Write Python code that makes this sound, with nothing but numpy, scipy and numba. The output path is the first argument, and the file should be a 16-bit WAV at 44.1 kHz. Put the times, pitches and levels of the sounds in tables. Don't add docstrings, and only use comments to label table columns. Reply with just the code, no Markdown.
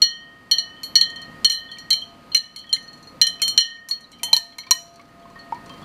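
import sys
import numpy as np
from scipy import signal
from scipy.fft import rfft, irfft
from scipy.io import wavfile
from scipy.ndimage import uniform_filter1d, minimum_filter1d
from numba import njit

SR = 44100
rng = np.random.default_rng(int(sys.argv[2]) if len(sys.argv) > 2 else 0)


def decibels_to_gain(level_db):
    exponent = np.asarray(level_db, float) / 20
    return 10 ** exponent


def wav_out(sig):
    wavfile.write(sys.argv[1], SR, np.round(np.clip(np.atleast_2d(sig).T, -1, 1) * 32767).astype(np.int16))


N = 257544
TIME_S = np.arange(N) / SR
LEAD_S = 0.001
REST_HZ, FIRM_TREBLE_DB = 5745, -23.5

# lean to lower partners/dB,
# 3.1 kHz ring/dB, treble/dB
CLINKS = [(0.0197, -3, -14.5, -11.5, -21.5), (0.5135, -3, -13.5, -12, -25), (0.584, -16.5, 0.5, -24, -22.5),
          (0.956, -7, -1, -13.5, -17.5), (1.012, -9, -2.5, -7.5, -20.5), (1.4474, 0.5, -15.5, -11.5, -20.5),
          (1.499, -11.5, -4, -12, -19.5), (1.906, -1.5, -7, -13, -21), (1.931, -15, 0, -3, -17.5),
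          (2.3479, -7, 6, -21.5, -15), (2.368, -17, -3, -7, -17), (2.7292, -9.5, -5, -8.5, -20.5),
          (3.2156, -5, -3, -11.5, -13), (3.2692, -22, 4, 1, -7.5), (3.4189, -14.5, -16, -1.5, -7),
          (3.4803, -14, -16, -12.5, -10), (3.5779, 0, -13, -14.5, -21.5), (3.6068, -24.5, 1, 0, -11),
          (3.9116, -17, -35.5, -28.5, -20), (4.2334, -28.5, -7.5, 13, 6), (4.3315, -7.5, 2.5, -8.5, -9),
          (4.3664, -16.5, 5, -10, -8.5), (4.5849, -28.5, -4.5, -11.5, -9.5), (4.7102, -10.5, 3, -16, -3)]
# t/s, loss while touching/dB, damping factor/1,
# relative 2.8 kHz ring/dB, relative 5.7 kHz ring/dB
CONTACT = [(0.017, 4, 1.19, -21.5, -12.5), (0.511, -0.5, 1.7, -25, -12), (.582, 6.5, 1.37, -19, -8),
           (.954, -1.5, 1.93, -23, -6.5), (1.013, 1.5, 1.65, -19, -29.5), (1.445, -0.5, 2.68, -36, -16),
           (1.502, -2, 1.21, -22, -8.5), (1.903, 2.5, 2.1, -47, -29.5), (1.930, 8, 1.19, -39, -12),
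           (2.346, 22, 2.39, 0, -6), (2.372, -7, 1.27, -39.5, -17), (2.727, 5.5, 2.5, -25, -16),
           (3.214, 3, 1.71, -14, -4), (3.266, 9, 0.95, -38, 2), (3.416, -4, 0.6, -40, -13),
           (3.478, -3, 1.205, -54.5, -12.5), (3.576, 7.5, 2.23, -23, -10), (3.606, -2.5, 1.22, -20.5, 3),
           (3.91, 5.5, 1.09, -33, -22.5), (4.231, -8.5, 1.1, -17, -30), (4.329, 5, 3.6, -23, -7.5),
           (4.364, 3.5, 3.4, -38, -4), (4.583, 3.5, 1.08, -20, -14), (4.713, 6, 3.1, -20.5, 3)]
# t/s, extra 3.35 kHz/dB, extra 2.97 kHz/dB, extra 4.16 kHz/dB,
# extra treble damping/dB
SPOTS = [(.02, 7.5, 1.5, 1.5, 1.5), (.51, 9, -1, 0.5, -2), (.58, 3, 11, -2, -3), (.96, 7, 6, -6, -4),
         (1.01, 10, -4, -1, 2.5), (1.45, 2, -4, -2, 0), (1.5, 4, 2.5, 3.5, -2),
         (1.91, -3.5, -5.5, -0.5, 2.5), (1.93, -7.5, 1, -0.5, -4), (2.35, 3, 9.5, 0, -4),
         (2.37, 6, -7, 4.5, 1), (2.73, 4, -2.5, 8.5, -8), (3.21, 16, 1, 5.5, 1),
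         (3.27, -2.5, 1.5, -1.5, -0.5), (3.42, -7.5, -2, -12.5, 4.5), (3.48, -2, -4.5, -3.5, 0.5),
         (3.58, 13.5, 4, 7.5, 4), (3.61, -4, 5, -0.5, 0.5), (3.91, 2, -7.5, 1, 0.5),
         (4.23, -12, 3.5, 1, 2.5), (4.33, -3, 3, 3.5, 3.5), (4.37, -4, 6.5, 0, -1), (4.59, 0, -4, 0, 3.5),
         (4.71, -5, 5, 1.5, 4.5)]
# t/s, peak level/dB, f/Hz
POPS = [(0.8326, -37, 2180), (0.9557, -25, 2170), (1.7703, -36.5, 2335), (1.9307, -26.5, 2340),
        (2.3465, -17.5, 2220), (2.5597, -37, 2202), (2.64, -37.5, 1862), (2.7646, -27, 2090),
        (3.2153, -28, 2362), (3.398, -29, 2530), (3.4212, -22.5, 2194), (3.5765, -24, 2563),
        (3.77, -45, 2264), (3.885, -51, 2220), (3.93, -54, 2585), (3.975, -50, 2620), (4.13, -42.5, 2195),
        (4.196, -37.5, 2358), (4.236, -32, 2120), (4.283, -38, 2240), (4.312, -43, 2300),
        (4.3289, -26.5, 2300), (4.465, -50, 2237), (4.525, -48, 2152), (4.555, -52.5, 2305),
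        (4.5856, -26.5, 2170), (4.634, -32, 2230), (4.665, -42, 4607), (4.668, -33, 2330),
        (4.678, -47, 3633), (4.71, -21, 2268), (4.996, -35.5, 2214), (5.5226, -40, 2250),
        (5.555, -42, 2330), (5.695, -38, 2650)]


@njit
def ring(push, hz, loss):
    y, z = np.empty(len(push)), 0j
    for i in range(len(push)):
        z = z * np.exp(2j * np.pi * hz[i] / SR - loss[i]) + push[i]
        y[i] = z.imag
    return y


def curve(s, value):
    return np.interp(TIME_S, s, value)


def latest(s):
    return np.clip(np.searchsorted(s, TIME_S) - 1, 0, None)


def coloured(shape, lo_hz, hi_hz):
    hz = np.fft.rfftfreq(N, 1 / SR)
    f, db = np.transpose(shape)
    spec = rfft(rng.standard_normal(N)) * decibels_to_gain(np.interp(np.log(hz + 1), np.log(f), db))
    in_band = (hz > lo_hz) & (hz < hi_hz)
    return irfft(spec, N) * N / np.sqrt(2 * np.sum(abs(spec[in_band]) ** 2))


def blows(s, size):
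    push = np.zeros(N, complex)
    push[(s * SR).astype(int)] = size
    return push


def fade(push, time_s):
    return signal.lfilter([1], [1, -np.exp(-1 / (time_s * SR))], push)


def walk(rate_hz):
    k = int(SR / rate_hz)
    held = np.repeat(rng.standard_normal(N // k + 1), k)
    return 1.2845 * uniform_filter1d(uniform_filter1d(held, k), k)[:N]


def thuds(table, glide, rise_s=0.00041, size=SR // 6):
    out, t = np.zeros(N + SR), np.arange(size) / SR
    for s, db, hz, t60_s in table:
        tone = np.sin(2 * np.pi * hz * (t + glide * t ** 2)) * np.exp(-np.log(1000) * t / t60_s)
        start = int(s * SR)
        out[start:start + size] += decibels_to_gain(db) * tone * (1 - np.exp(-t / rise_s))
    return out[:N]


def beaker():
    # t/s, upper 4 kHz ring level/dB, relative 3.1 kHz ring/dB, relative treble/dB
    ticks = [(0.7628, -51.5, 11.5, -28), (0.8338, -29.5, -14, -6), (1.1605, -31.5, -10, -19),
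             (1.2179, -36.5, -13.5, -11.5), (1.716, -31.5, 0, -20.5), (1.7856, -37, -24.5, -7.5),
             (2.0162, -42.5, -17, -14), (2.3187, -20, -14, -38), (2.503, -61, -4, -18),
             (2.5621, -26.5, -5, -14.5), (2.668, -50, -7, -16), (2.694, -60.5, 28.5, 4),
             (2.88, -36.5, -13, -24), (2.9319, -43.5, -6, -13), (3.028, -49.5, -22, -5.5),
             (3.0725, -47, -22, -11), (3.888, -36.5, -32, 2.5), (4.0385, -59, -32, -15),
             (4.118, -39.5, -6, -12), (4.525, -50, 0, -19), (4.6668, -54, -26, -8), (4.959, -58, -25.5, 3),
             (5.0143, -61, -14.5, -3.5), (5.089, -64, -15.5, -5), (5.2269, -75.5, 11, 0.5),
             (5.3584, -66, 12, -8), (5.3905, -37, -34, -22), (5.547, -51.5, -16, -12),
             (5.661, -59.5, -5, 5.5), (5.6947, -50.5, 14, -8.5)]
    # t/s, level/dB, 3.1 kHz ring/dB, treble/dB
    grazes = [(1.102, -46, -10, -6), (1.313, -58, -5, -9), (1.52, -35, -15, -1), (1.546, -46, -15, -18),
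              (2.59, -39.5, -15, -8), (2.829, -49, -13, -6.5), (2.976, -53, -11, -8.5),
              (4.008, -55, -30, 1), (4.186, -67, -11, 6), (4.534, -63, -10, -6), (4.94, -62.5, -13, 0),
              (5.199, -66, -0.5, -8), (5.302, -61, -3, 0), (5.78, -66, -10, -5), (5.82, -64, -9, -2)]
    touches = np.transpose(sorted(CLINKS + leaning(ticks)) + leaning(grazes))
    start, loud_db = touches[0] - LEAD_S, touches[1] + touches[4]
    return wall(strikes(touches, ticks + grazes)) + rod(start, loud_db) + crack(start, loud_db)


def leaning(ticks):
    return [(s, db, -2 + 0.65 * treble_db, middle_db, treble_db) for s, db, middle_db, treble_db in ticks]


def strikes(touches, ticks):
    # level/dB, share of the lean/1
    partners = [
        (-0.5, 0.83),
        (-12.5, 0.2),
        (0.2, 1.31),
    ]
    s, top_db, lean_db, middle_db, treble_db = touches
    firm, firm_db = np.transpose(CLINKS)[:2]
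    tick, tick_db, _, tick_treble_db = np.transpose(ticks)
    slack_db, fifth_db = np.transpose(CONTACT)[3:]
    spot_db = np.zeros((4, len(s)))
    spot_db[:, np.isin(s, firm)] = np.transpose(SPOTS)[1:]
    lower_db, under_db, between_db = [top_db + db + share * lean_db for db, share in partners]
    start, firm_start = s - LEAD_S, firm - LEAD_S
    fifth_start = np.r_[firm, tick] - LEAD_S
    fifth_hit_db = np.r_[firm_db + fifth_db, tick_db + tick_treble_db - 6.5]
    return [(start, top_db), (start, lower_db),
            (start, top_db + middle_db), (start, top_db + middle_db + spot_db[0]),
            (firm_start, firm_db + slack_db), (start, top_db + treble_db + 2.5),
            (fifth_start, fifth_hit_db),
            (start, under_db + spot_db[1]), (start, between_db + spot_db[2]),
            (firm_start, firm_db + slack_db)]


def wall(hits):
    # f/Hz, level/dB, t60/s
    upper = [(4305.4, -1, 0.22), (4260, -7.5, 0.17), (4400, -43, 0.8)]
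    lower = [(4101, -0.87, 0.25)]
    middle = [(3114, -3.5, 0.43), (3157, -9.5, 0.15)]
    flank = [(3350, -24, 0.4)]
    slack = [(2780, -8, .08)]
    treble = [(5460, -22, .14), (6020, -12, .2), (6280, -17, .12), (6890, -10, .1), (7050, -17, .13),
              (7500, -14, .11), (8310, -18, .09), (8730, -14, .12), (9450, -10, .12), (10260, -16, .11),
              (11130, -20, .11), (11710, -17, .19), (11880, -26, .24), (12920, -28, .32), (13500, -23, .08),
              (14130, -26, .08)]
    fifth = [(5745, 0.016, 0.21)]
    under = [(2967.4, -7.5, 0.43), (3010.4, -11.5, 0.67)]
    between = [(4168, -0.5, 0.19), (4123, -1, 0.19)]
    slack_high = [(5920, -4.5, 0.26)]
    # how far it follows the liquid/1, scatter from spot to spot/dB
    habits = [
        (1.8, 5),
        (0.1524, 1.7),
        (1.3, 4.5),
        (0.63, -3),
        (0.74, -1),
        (0.21, 5.5),
        (0.9, 2.5),
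        (1.6, 4.5),
        (0.16, 1),
        (0.18, 4),
    ]
    families = (upper, lower, middle, flank, slack, treble, fifth, under, between, slack_high)
    at_once = 0.29
    shift, wobble_pct = slosh()
    damp, dull, touch = contact_loss()
    chance = rng.standard_normal((len(hits[0][0]), 2, 30))
    out, k = 0, 0
    for family, (at, hit_db), (wet, scatter_db) in zip(families, hits, habits):
        for mode_hz, db, t60_s in family:
            pitch_hz = mode_hz * (1 + wet * shift + wobble_pct / 100 * walk(35))
            level_db = hit_db + db + scatter_db * chance[:len(at), 0, k]
            loss = np.log(1000) * damp / (t60_s * SR)
            if family is treble:
                soft_db = 0.12 * np.minimum(hit_db - FIRM_TREBLE_DB, 0)
                level_db = level_db + soft_db * np.log2(mode_hz / REST_HZ)
                loss = loss * dull
            blow = blows(at, decibels_to_gain(level_db) * np.exp(.6j * chance[:len(at), 1, k]))
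            feed_s = 0.0015 * min(1, 4360 / mode_hz) ** 2
            fed = fade(blow, feed_s) * (1 - np.exp(-1 / (feed_s * SR)))
            carrier = np.exp(2j * np.pi * np.cumsum(pitch_hz) / SR)
            push = ((1 - at_once) * fed + at_once * blow) * carrier
            out = out + ring(push, pitch_hz, loss + touch)
            k += 1
    return out


def slosh():
    # t/s, 5.7 kHz ring f/Hz, wobble/%
    liquid_path = [(0, 5745, 0.12), (0.511, 5755, 0.086), (0.948, 5760, 0.076), (1.5, 5728, 0.25),
                   (1.72, 5758, 0.22), (1.92, 5753, 0.24), (2.349, 5710, 0.31), (2.559, 5750, 0.2),
                   (2.732, 5750, 0.29), (3.211, 5727, 0.13), (3.481, 5737, 0.12), (3.578, 5709, 0.16),
                   (3.91, 5761, 0.2138), (4.228, 5691, 0.24), (4.329, 5740, 0.37), (4.73, 5760, 0.31),
                   (4.87, 5890, 0.27), (5.12, 5795, 0.14)]
    s, hz, wobble_pct = np.transpose(liquid_path)
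    return curve(s, hz) / REST_HZ - 1, curve(s, wobble_pct)


def contact_loss():
    touch_s, settle_s = 0.024, 0.34
    s, touch_db, damp = np.transpose(CONTACT)[:3]
    last = latest(s)
    touch = fade(blows(s, np.maximum(touch_db, 0)).real, touch_s) * np.log(10) / (20 * touch_s * SR)
    calm = np.exp(-np.abs(TIME_S - s[last]) / settle_s)
    dull = decibels_to_gain(np.transpose(SPOTS)[-1])[last]
    return 1 + (damp[last] - 1) * calm, dull, touch


def rod(s, db):
    place = rng.random((len(s), 26, 2))
    height = place[..., 0]
    hz = 5500 * 2 ** (1.48 * height)
    tilt_db = -10 + 0.3 * np.minimum(db - FIRM_TREBLE_DB, 0)[:, None]
    level_db = db[:, None] - 17 + tilt_db * height + 9 * (place[..., 1] - .5)
    t60_s = 0.1 * (.5 + place[..., 1])
    return thuds(zip(np.repeat(s, 26), level_db.ravel(), hz.ravel(), t60_s.ravel()), glide=0)


def crack(s, db):
    # f/Hz, level/dB
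    crack_shape = [(150, -34), (500, -22), (1500, -11), (2700, -0.5), (4200, -11), (5800, 4.5), (8000, -3),
                   (13500, -7), (16000, -28)]
    noise = coloured(crack_shape, 1000, 11000)
    high = signal.butter(2, 8500, 'high', fs=SR, output='sos')
    bright = signal.sosfilt(high, noise)
    loud = blows(s, decibels_to_gain(db)).real
    hard = blows(s, decibels_to_gain(db + 0.45 * np.minimum(db - FIRM_TREBLE_DB, 0))).real
    out = 0
    for level_db, decay_s in ((1.5, 0.0032), (-16.5, 0.011)):
        out = out + decibels_to_gain(level_db) * (noise * fade(loud, decay_s) + bright * fade(hard - loud, decay_s))
    return out


def bell():
    # t/s, upper mode level/dB, lower mode level/dB, upper f/Hz, t60/s
    bells = [(0.018, -34.5, -50.5, 1863, 1.7), (.512, -40, -38.5, 1865, 1.4), (.956, -30, -36, 1862, 1.5),
             (1.446, -40.5, -37.5, 1864, 2.1), (1.716, -44, -47, 1876, 2.1), (1.906, -40.5, -44, 1860, .35),
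             (2.345, -43, -39.5, 1853, .6), (2.64, -58, -53.5, 1880, 1.1), (2.726, -42.5, -47, 1852, 1.3),
             (3.214, -28, -40, 1841, .55), (3.3, -47.5, -52, 1870, 1.1), (3.418, -49.5, -48, 1856, .6),
             (3.579, -34, -41.5, 1851, 1.5), (4.041, -54.5, -60.5, 1860, .55), (4.232, -46, -58, 1870, 1.2),
             (4.331, -44, -38, 1858, .8), (4.366, -47, -37, 1840, .9), (4.412, -56.5, -48.5, 1855, 1),
             (4.585, -51, -59.5, 1850, .8), (4.71, -32.5, -38.5, 1874, .45), (4.785, -53.5, -62, 1870, .1),
             (5.088, -60.5, -61, 1840, 1.1), (5.357, -42, -56, 1855, 1.1), (5.55, -61.5, -48, 1870, 1.5)]
    rise_s = 0.00043
    s, upper_db, lower_db, hz, t60_s = np.transpose(bells)
    last = latest(s)
    age_s = np.abs(TIME_S - s[last])
    out = 0
    for db, below_hz, t60_share in ((upper_db, 0, 1), (lower_db, 29, 0.8)):
        size = decibels_to_gain(db[last]) * np.exp(-np.log(1000) * age_s / (t60_share * t60_s[last])) * (TIME_S > s[0])
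        pitch_hz = hz[last] - below_hz + 3 * walk(11)
        out = out + fade(size, rise_s) / (rise_s * SR) * np.sin(2 * np.pi * np.cumsum(pitch_hz) / SR)
    return out


def lingering():
    # t/s, peak level/dB, f/Hz, t60/s
    lingers = [(.03, -30, 3118, .7), (.03001, -35, 2975, .7), (.53, -32.5, 4160, 0.44), (.6, -38, 3000, 1),
               (1.05, -41, 3110, 0.88), (1.5, -33.5, 4160, 0.64), (4.119, -43, 3100, .4),
               (4.59, -40, 4330, .3), (4.725, -29, 3000, 0.23), (4.745, -43, 5850, 0.46),
               (4.75, -43, 4150, .5)]
    return thuds(lingers, glide=.012, rise_s=0.013, size=SR // 2)


def knocks():
    # t/s, peak level/dB, f/Hz, t60/s
    dull_knocks = [(3.9, -44, 1080, .1), (4.231, -31.5, 923, 0.11), (4.283, -38.5, 850, .08),
                   (4.312, -37, 880, .06), (4.33, -16, 892.3, 0.04), (4.366, -30, 966, 0.057),
                   (4.584, -39, 963, 0.058), (4.668, -41, 1031, 0.089), (4.711, -17, 1015, 0.06),
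                   (4.994, -40.5, 1130, 0.1), (5.255, -37.5, 1051, 0.084), (5.305, -38.5, 1043, 0.055),
                   (5.361, -35.5, 1078, 0.061), (5.5232, -15.5, 884, 0.029), (5.5255, -18, 922, 0.07),
                   (5.548, -31, 950, 0.13), (5.665, -39, 1050, .06), (5.699, -35, 1067, 0.073),
                   (5.737, -39, 1070, 0.069), (5.82, -39, 1148, 0.059)]
    # t/s, peak level/dB, f/Hz, t60/s
    plops = [(1.447, -35, 1500, .03), (1.695, -46, 1520, .05), (2.346, -42, 534, 0.06),
             (2.347, -32, 1600, .025), (2.76, -41, 1600, .03), (3.142, -42, 506, 0.11),
             (3.425, -39, 524, 0.045), (3.576, -31, 450, 0.025), (3.577, -30, 1550, .03),
             (4.235, -39, 480, .05), (4.332, -36, 614, 0.05), (4.71, -35, 560, .03)]
    return thuds(dull_knocks + plops, glide=0.87)


def bubbles():
    # t/s, peak level/dB, f/Hz, t60/s
    drips = [
        (1.686, -37, 3385, 0.1),
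        (2.0186, -19.5, 3157, 0.068),
        (2.6704, -35, 3293, 0.049),
        (3.95, -33.5, 3170, 0.038),
        (4.04, -32, 4032, 0.047),
        (4.129, -40, 4008, 0.046),
        (4.5246, -44.5, 3350, 0.05),
        (5.2255, -50, 3308, 0.043),
        (5.8262, -36, 3390, 0.042),
    ]
    return thuds(twinned(pops() + drips), glide=0.28, rise_s=.003)


def pops():
    s, db = np.transpose(CLINKS)[:2]
    hz = 2220 + 23 * rng.standard_normal(len(s))
    flicked = zip(s - LEAD_S, -28.5 + 0.43 * db, hz)
    return [(*row, 0.041) for row in [*flicked, *POPS]]


def twinned(table):
    return table + [(s + 0.0037, db - 9.5, hz * 0.96, t60_s) for s, db, hz, t60_s in table]


def spray():
    # f/Hz, level/dB
    spray_shape = [(800, -20), (2300, 0), (4500, -7), (8000, -30)]
    s, db = np.transpose(POPS)[:2]
    return coloured(spray_shape, 1000, 8000) * fade(blows(s, decibels_to_gain(db - 11)).real, 0.0047)


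def crackle():
    # t/s, peak level/dB
    crackles = [(4.8794, -41), (4.9397, -49), (4.96, -42), (5.0144, -46), (5.0544, -46), (5.0792, -50.5),
                (5.1976, -46.5), (5.2244, -48), (5.2993, -48), (5.3581, -46), (5.5222, -38), (5.546, -36),
                (5.6607, -41), (5.695, -33.5), (5.7393, -39.5), (5.7794, -41), (5.8174, -44), (5.826, -39)]
    # f/Hz, level/dB
    crackle_shape = [(1200, -20), (2300, -3), (3600, -6), (4600, 3.5), (6200, -6), (9000, -15),
                     (15000, -31)]
    s, db = np.transpose(crackles)
    return coloured(crackle_shape, 2000, 7000) * fade(blows(s, decibels_to_gain(db - 11)).real, 0.0039)


def room(x):
    t60_s, gap_s, dull_hz = 0.39, 0.00083, 6960
    t = np.arange(SR // 2) / SR
    echo = rng.standard_normal(len(t)) * np.exp(-np.log(1000) * t / t60_s) * (t > gap_s)
    echo = fade(echo, 1 / (2 * np.pi * dull_hz))
    return x + decibels_to_gain(-19.5) * signal.fftconvolve(x, echo / np.sqrt(np.sum(echo ** 2)))[:N]


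def kitchen():
    # f/Hz, level per Hz/dB
    rumble_shape = [(15, -37), (25, -11), (133, -4.5), (169, 0), (202, -3.5), (241, 0), (426, -11.5),
                    (534, -8.5), (638, -13), (670, -13), (726, -15), (1140, -12), (1200, -29), (1560, -44),
                    (2640, -120)]
    # f/Hz, level per Hz/dB
    hiss_shape = [(410, -19.5), (700, -12.5), (728, -13), (1170, -13.5), (1280, -7.5), (1520, -12),
                  (1920, -11), (2190, -14), (3100, -16.5), (3650, -21), (4300, -16), (4800, -20.5),
                  (5300, -26.5), (5920, -26.5), (15300, -35), (15900, -62)]
    # t/s, level/dB
    whine_path = [(0.0, -64), (1.27, -56), (1.35, -70.5), (2.1, -57), (2.54, -68.5), (2.86, -58),
                  (3.12, -68), (3.37, -57.5), (4.2, -73), (4.23, -54), (4.31, -57.5), (4.65, -60.5),
                  (4.73, -53.5), (5.84, -58)]
    gain_db = microphone_gain()
    hiss = coloured(hiss_shape, 1249, 1790) + decibels_to_gain(8) * np.sin(2 * np.pi * 1244.3 * TIME_S)
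    rumble = coloured(rumble_shape, 120, 320)
    whine_db = curve(*np.transpose(whine_path)) + 2.5 + 3.5 * walk(13)
    whine = decibels_to_gain(whine_db) * np.sin(2 * np.pi * 685.3 * TIME_S)
    return decibels_to_gain(-54 + gain_db) * rumble + decibels_to_gain(-62.5 + 0.84 * gain_db) * hiss + whine


def microphone_gain():
    # t/s, room level it drops to/dB
    ducks = [(0, -54), (.02, -59.5), (0.51, -55.5), (.96, -52.5), (1.45, -57), (1.91, -55), (2.349, -60),
             (2.731, -55.5), (3.211, -54.5), (3.42, -51), (3.578, -63), (4.33, -61), (4.71, -59)]
    creep_db_per_s, lag_s = 12.5, 0.026
    s, db = np.transpose(ducks)
    last = latest(s)
    aim_db = db[last] + creep_db_per_s * (TIME_S - s[last]) - db[0]
    return fade(aim_db, lag_s) / (lag_s * SR)


def scene():
    glass = beaker() + bell() + lingering()
    liquid = bubbles() + knocks() + spray()
    return (room(glass + liquid) + kitchen() + crackle())[None]


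def low_pass(x):
    return signal.sosfilt(signal.butter(12, 16450, fs=SR, output="sos"), x)


def record(dry):
    span = int(.0015 * SR)
    wanted = np.minimum(1, decibels_to_gain(0.1) / (abs(dry) + 1e-9))
    gain = uniform_filter1d(minimum_filter1d(wanted, span), span)
    lowpass = signal.ellip(8, .2, 70, 16300, fs=SR, output="sos")
    return low_pass(signal.sosfilt(lowpass, dry * gain))


dry = scene()
out = record(dry)
wav_out(out)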